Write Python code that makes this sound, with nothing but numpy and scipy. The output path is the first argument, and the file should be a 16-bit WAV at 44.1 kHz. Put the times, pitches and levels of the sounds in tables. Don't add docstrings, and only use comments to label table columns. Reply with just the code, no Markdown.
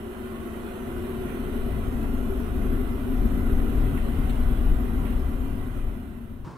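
import sys
import numpy as np
from scipy import signal
from scipy.fft import rfft, irfft, next_fast_len
from scipy.io import wavfile
from scipy.ndimage import uniform_filter1d, map_coordinates

SR = 44100
rng = np.random.default_rng(int(sys.argv[2]) if len(sys.argv) > 2 else 0)


def log_audio(samples):
    frames = np.atleast_2d(samples).T
    limited = np.clip(frames, -1, 1)
    pcm = np.round(limited * 32767).astype(np.int16)
    wavfile.write(sys.argv[1], SR, pcm)


N = 289990

# (time [s], size [dB re full])
FLAME_SIZE = [(0, -22), (.8, -20), (1.15, -17.5), (1.45, -8), (1.9, -5.5), (2.45, -5.5), (3.0, -5),
              (3.5, -2), (4.7, -1.3), (5.35, -4), (5.8, -8), (6.1, -17.5), (6.44, -16)]
# (time [s], strength [dB re full])
OUTFLOW = [(0, -4), (.6, -1.5), (1.9, -0.76), (2.68, -0.5), (3.05, -1.5), (3.4, 0), (5.05, -1), (5.8, -4.5),
           (6.1, -9.5), (6.42, -15)]


def amp(db):
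    return 10 ** (np.asarray(db) / 20)


def unit(x):
    return x / np.sqrt(np.mean(x ** 2) + 1e-20)


def along(points, hz):
    f, *cols = np.transpose(points)
    return [np.interp(np.log(hz + 1), np.log(f + 1), c) for c in cols]


def curves(rows):
    s, *cols = np.transpose(rows)
    return [np.interp(np.arange(N) / SR, s, c) for c in cols]


def wobble(rate):
    knots = rng.standard_normal(int(N * rate / SR) + 4)
    return map_coordinates(knots, [np.arange(N) * rate / SR])


def swells(rows):
    t = np.arange(N) / SR
    return sum(db * .5 ** ((2 * (t - s) / length) ** 2) for s, length, db in rows)


def filtered(x, response):
    m = next_fast_len(N + SR // 2)
    return irfft(rfft(x, m) * response(np.fft.rfftfreq(m, 1 / SR)), m)[..., :N]


def noise(response):
    return unit(filtered(rng.standard_normal((2, N)), response))


def coloured(spectrum):
    return noise(lambda hz: amp(along(spectrum, hz)[0]))


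def halves(spectrum, split_hz):
    colour = lambda hz: amp(along(spectrum, hz)[0])
    low = noise(lambda hz: colour(hz) / np.sqrt(1 + (hz / split_hz) ** 10))
    high = noise(lambda hz: colour(hz) / np.sqrt(1 + (split_hz / (hz + 1)) ** 10))
    return low, high


def even(x, span):
    power = uniform_filter1d(x ** 2, max(3, int(span * SR)), axis=-1)
    return unit(x / np.sqrt(np.abs(power) + .05 * np.mean(x ** 2)))


def patchy(x, depth_db):
    z = signal.stft(x, nperseg=2048)[2]
    field = rng.standard_normal(z.shape[1:])
    field = uniform_filter1d(field, size=3, axis=0)
    field = uniform_filter1d(field, size=5, axis=1)
    return unit(signal.istft(z * amp(depth_db * unit(field)), nperseg=2048)[1][:, :N])


def resonance(centre_hz, width_hz, skirt=1.99):
    phase = 2 * np.pi * np.cumsum(centre_hz) / SR
    mean_width_hz = width_hz.mean()
    clock = np.cumsum(width_hz / mean_width_hz)

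    def stir():
        pair = noise(lambda hz: 1 / (1 + (hz / mean_width_hz) ** skirt))
        return np.array([np.interp(clock, np.arange(N), row) for row in pair])

    return unit(stir() * np.cos(phase) + stir() * np.sin(phase))


def outdoors(width=0.38, floor_db=-76):
    # (frequency [Hz], density [dB per Hz])
    air_spectrum = [(24, -57), (40, -21), (80, -15), (108, -8.5), (160, -14.5), (186, -17.5), (257, -15),
                    (502, -28), (760, -31.5), (880, -24.5), (1020, -22), (1200, -29), (1500, -34.5),
                    (2000, -41.5), (3390, -48.5), (5160, -50), (15000, -64.5)]
    # (time [s], level [dB])
    air_level = [(6.44, -62), (6.447, -38), (6.48, -39.5), (6.5, -41), (6.58, -44.5)]
    air_db, = curves(air_level)
    mid, side = even(coloured(air_spectrum), span=.03)
    air = amp(air_db) * np.array([mid + width * side, mid - width * side])
    return air + amp(floor_db) * rng.standard_normal((2, N))


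def thump(s=6.474, length=0.017, hz=135, db=-34):
    t = np.arange(N) / SR - s
    return amp(db) * .5 ** ((2 * t / length) ** 2) * np.sin(2 * np.pi * hz * t)


def sparks(rise=0.0022, octaves=.5, crackle_db=3):
    # (time [s], level [dB], life to fade by 20 dB [s], centre [Hz])
    spits = [(1.29, -48, 0.15, 1900), (2.033, -41, .06, 720), (3.598, -49, .04, 2400),
             (3.972, -37, 0.03, 1700), (4.293, -39, 0.031, 2870), (5.048, -48, 0.16, 2200)]
    t = np.arange(N) / SR
    puffs = np.zeros((2, N))
    for s, db, life, centre_hz in spits:
        age = np.maximum(t - s, 0)
        colour = noise(lambda hz: np.exp(-.5 * (np.log2((hz + 1) / centre_hz) / octaves) ** 2))
        envelope = amp(db - 20 * age / life) * (1 - np.exp(-age / rise))
        puffs += envelope * colour
    return puffs * unit(amp(crackle_db * wobble(700)))


def nozzle(note_db=-50, width_hz=48):
    # (time [s], pitch [Hz])
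    mouth_pitch = [(0, 692.3), (2.1, 676.4), (3.0, 700.6), (3.8, 735), (6.4, 741.3)]
    note = resonance(curves(mouth_pitch)[0], np.full(N, width_hz))
    return amp(note_db + 2.3 * curves(OUTFLOW)[0]) * even(note, span=0.25)


def can(low_cut_hz=165):
    # (frequency [Hz], width [Hz])
    cavity_modes = [(245, 36), (387, 45)]
    # (time [s], level [dB])
    lower_level = [(0, -40.5), (.35, -38), (.8, -37.5), (1.55, -33), (1.78, -35.5), (2.05, -30.5),
                   (2.5, -33.5), (2.7, -29.5), (2.93, -33.5), (3.22, -28), (3.9, -31.5), (4.55, -32.5),
                   (5.1, -31), (5.27, -35.5), (5.5, -33.5), (5.85, -41), (5.98, -37), (6.42, -43.5)]
    # (time [s], level [dB])
    upper_level = [(0, -39.5), (.83, -39.5), (1.02, -35), (1.7, -38), (1.9, -40), (2.15, -41), (2.32, -35),
                   (2.5, -41), (2.7, -35), (2.9, -40.5), (3.7, -37.5), (4.2, -42), (4.9, -42), (5.8, -46),
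                   (6.42, -55.5)]
    heat_rise, blur = .0021, .025
    size_db, = curves(FLAME_SIZE)
    drone = np.zeros(N)
    for (hz, width_hz), level in zip(cavity_modes, [lower_level, upper_level]):
        mode = resonance(hz * (1 + heat_rise * size_db), width_hz * np.exp(blur * size_db))
        drone = drone + amp(curves(level)[0]) * even(mode, span=0.18)
    return filtered(drone, lambda hz: 1 / np.sqrt(1 + (low_cut_hz / (hz + 1)) ** 16))


def jet(roar_db=-41.5, hiss_db=-47.5, hiss_growth=0.94, flutter_db=0.32):
    # (frequency [Hz], density [dB per Hz])
    rush_spectrum = [(150, -11.5), (500, -3.5), (730, -3), (820, -9.5), (1000, -5.5), (1220, -7.5),
                     (1440, -5.5), (1700, -14.5), (2050, -9.5), (2220, -22), (2340, -15), (2750, -16),
                     (3000, -14.5), (3300, -18.5), (4000, -24.5), (4500, -27)]
    # (time [s], length [s], extra hiss [dB])
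    surges = [(.25, .5, 1), (1.35, 0.58, 2), (2.1, .3, -0.9), (3.55, 0.39, 0.5), (4.1, 0.72, 1.5)]
    burn_db, = curves(OUTFLOW)
    coarse, fine = halves(rush_spectrum, split_hz=1604)
    shake = amp(flutter_db * wobble(25))
    roar = amp(roar_db + burn_db) * even(patchy(coarse, depth_db=1.5), span=0.2)
    hiss_level = amp(hiss_db + hiss_growth * burn_db + swells(surges))
    hiss = hiss_level * even(patchy(fine, depth_db=2.5), span=0.15)
    return shake * (roar + hiss)


def flame(deep_db=-24.5, upper_db=-31.5, upper_growth=0.57, gust_db=1.15):
    # (frequency [Hz], density [dB per Hz])
    rumble_spectrum = [(8, -42), (15, -3), (28, 1.5), (40, -1), (52, -5.5), (70, -3.5), (95, -8.5),
                       (115, -14), (150, -14), (178, -26.5), (240, -50), (400, -120)]
    # (time [s], length [s], extra deep rumble [dB], extra upper rumble [dB])
    billows = [(.97, .17, 6.5, 5), (1.158, .1, 1, 4), (1.623, 0.15, 5.5, -4), (1.827, 0.22, 1.5, 3),
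               (2.196, .2, 3.5, 1), (2.4, .16, -0.5, -4.5), (2.725, 0.28, 5, 3), (2.98, 0.13, -1, -2.5),
               (3.228, 0.2, 7, 0.5), (3.542, 0.17, 6.5, 3.5), (3.813, .09, 8.5, 5), (3.92, 0.12, -2, 4.5),
               (4.02, 0.085, 3.5, -3.5), (4.205, .1, 3, 4.5), (4.47, 0.13, 7, 5.5), (4.706, 0.1, 7.5, 4),
               (4.98, 0.045, 8, 1.5), (5.174, 0.04, 6.5, -1), (5.86, 0.15, 8.5, -0.5), (6.438, 0.058, 5, 0)]
    size_db, = curves(FLAME_SIZE)
    deep_puffs_db = swells([(s, length, db) for s, length, db, _ in billows]) + gust_db * wobble(8.9)
    upper_puffs_db = swells([(s, length, db) for s, length, _, db in billows]) + gust_db * wobble(9.8)
    deep, upper = halves(rumble_spectrum, split_hz=58.2)
    deep_level = amp(deep_db + size_db + deep_puffs_db)
    upper_level = amp(upper_db + upper_growth * size_db + upper_puffs_db)
    return deep_level * even(deep, span=0.065) + upper_level * even(upper, span=0.1)


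def microphones(pair):
    # (frequency [Hz], left-right balance [dB], likeness [0-1], left lead [rad])
    port_cues = [(50, 4.5, 1, -0.26), (243, 2.5, 0.87, 0.5), (414, 0.5, 1, -1), (690, -5.5, 0.89, -1.33),
                 (1020, -9, 0.9, -1.6), (1120, -13, 0.56, -0.4), (1394, -11.5, 0, -4.5),
                 (2100, -5.5, 0.17, -5), (3200, 1, 0, -4.5), (4100, 6, 0.62, -6)]

    def port(sign):
        def response(hz):
            balance_db, alike, lead = along(port_cues, hz)
            turn = np.arccos(np.clip(alike, 0, 1)) / 2
            gain = np.sqrt(2 / (1 + amp(-sign * balance_db) ** 2)) * np.exp(.5j * sign * lead)
            return gain * np.array([np.cos(turn), sign * np.sin(turn)])
        return filtered(pair, response).sum(axis=0)

    return np.array([port(1), port(-1)])


def slow_motion(x, haze_db=-63.5):
    # (frequency [Hz], density [dB per Hz])
    haze_spectrum = [(3000, -48), (4400, 0.5), (7500, 2), (11000, -5.5), (16000, -42)]
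    slow_top_hz, hold_hz, slow_end_s = 4330, 12000, 6.447
    dull = filtered(x, lambda hz: hz < slow_top_hz)
    samples = signal.resample_poly(dull, hold_hz, SR, axis=1)
    steps = np.repeat(samples, 4, axis=1)
    held = signal.resample_poly(steps, SR, 4 * hold_hz, axis=1, window=("kaiser", 8))[:, :N]
    haze = amp(curves(OUTFLOW)[0] + haze_db) * patchy(coloured(haze_spectrum), depth_db=4.5)
    fade = np.clip((slow_end_s - np.arange(N) / SR) / .005, 0, 1)
    return (held + haze) * fade


def scene():
    motor = microphones(flame() + can() + nozzle() + jet() + sparks())
    return slow_motion(motor) + outdoors() + thump()


def record(dry):
    return filtered(dry, lambda hz: hz < 15700)


dry = scene()
out = record(dry)
log_audio(out)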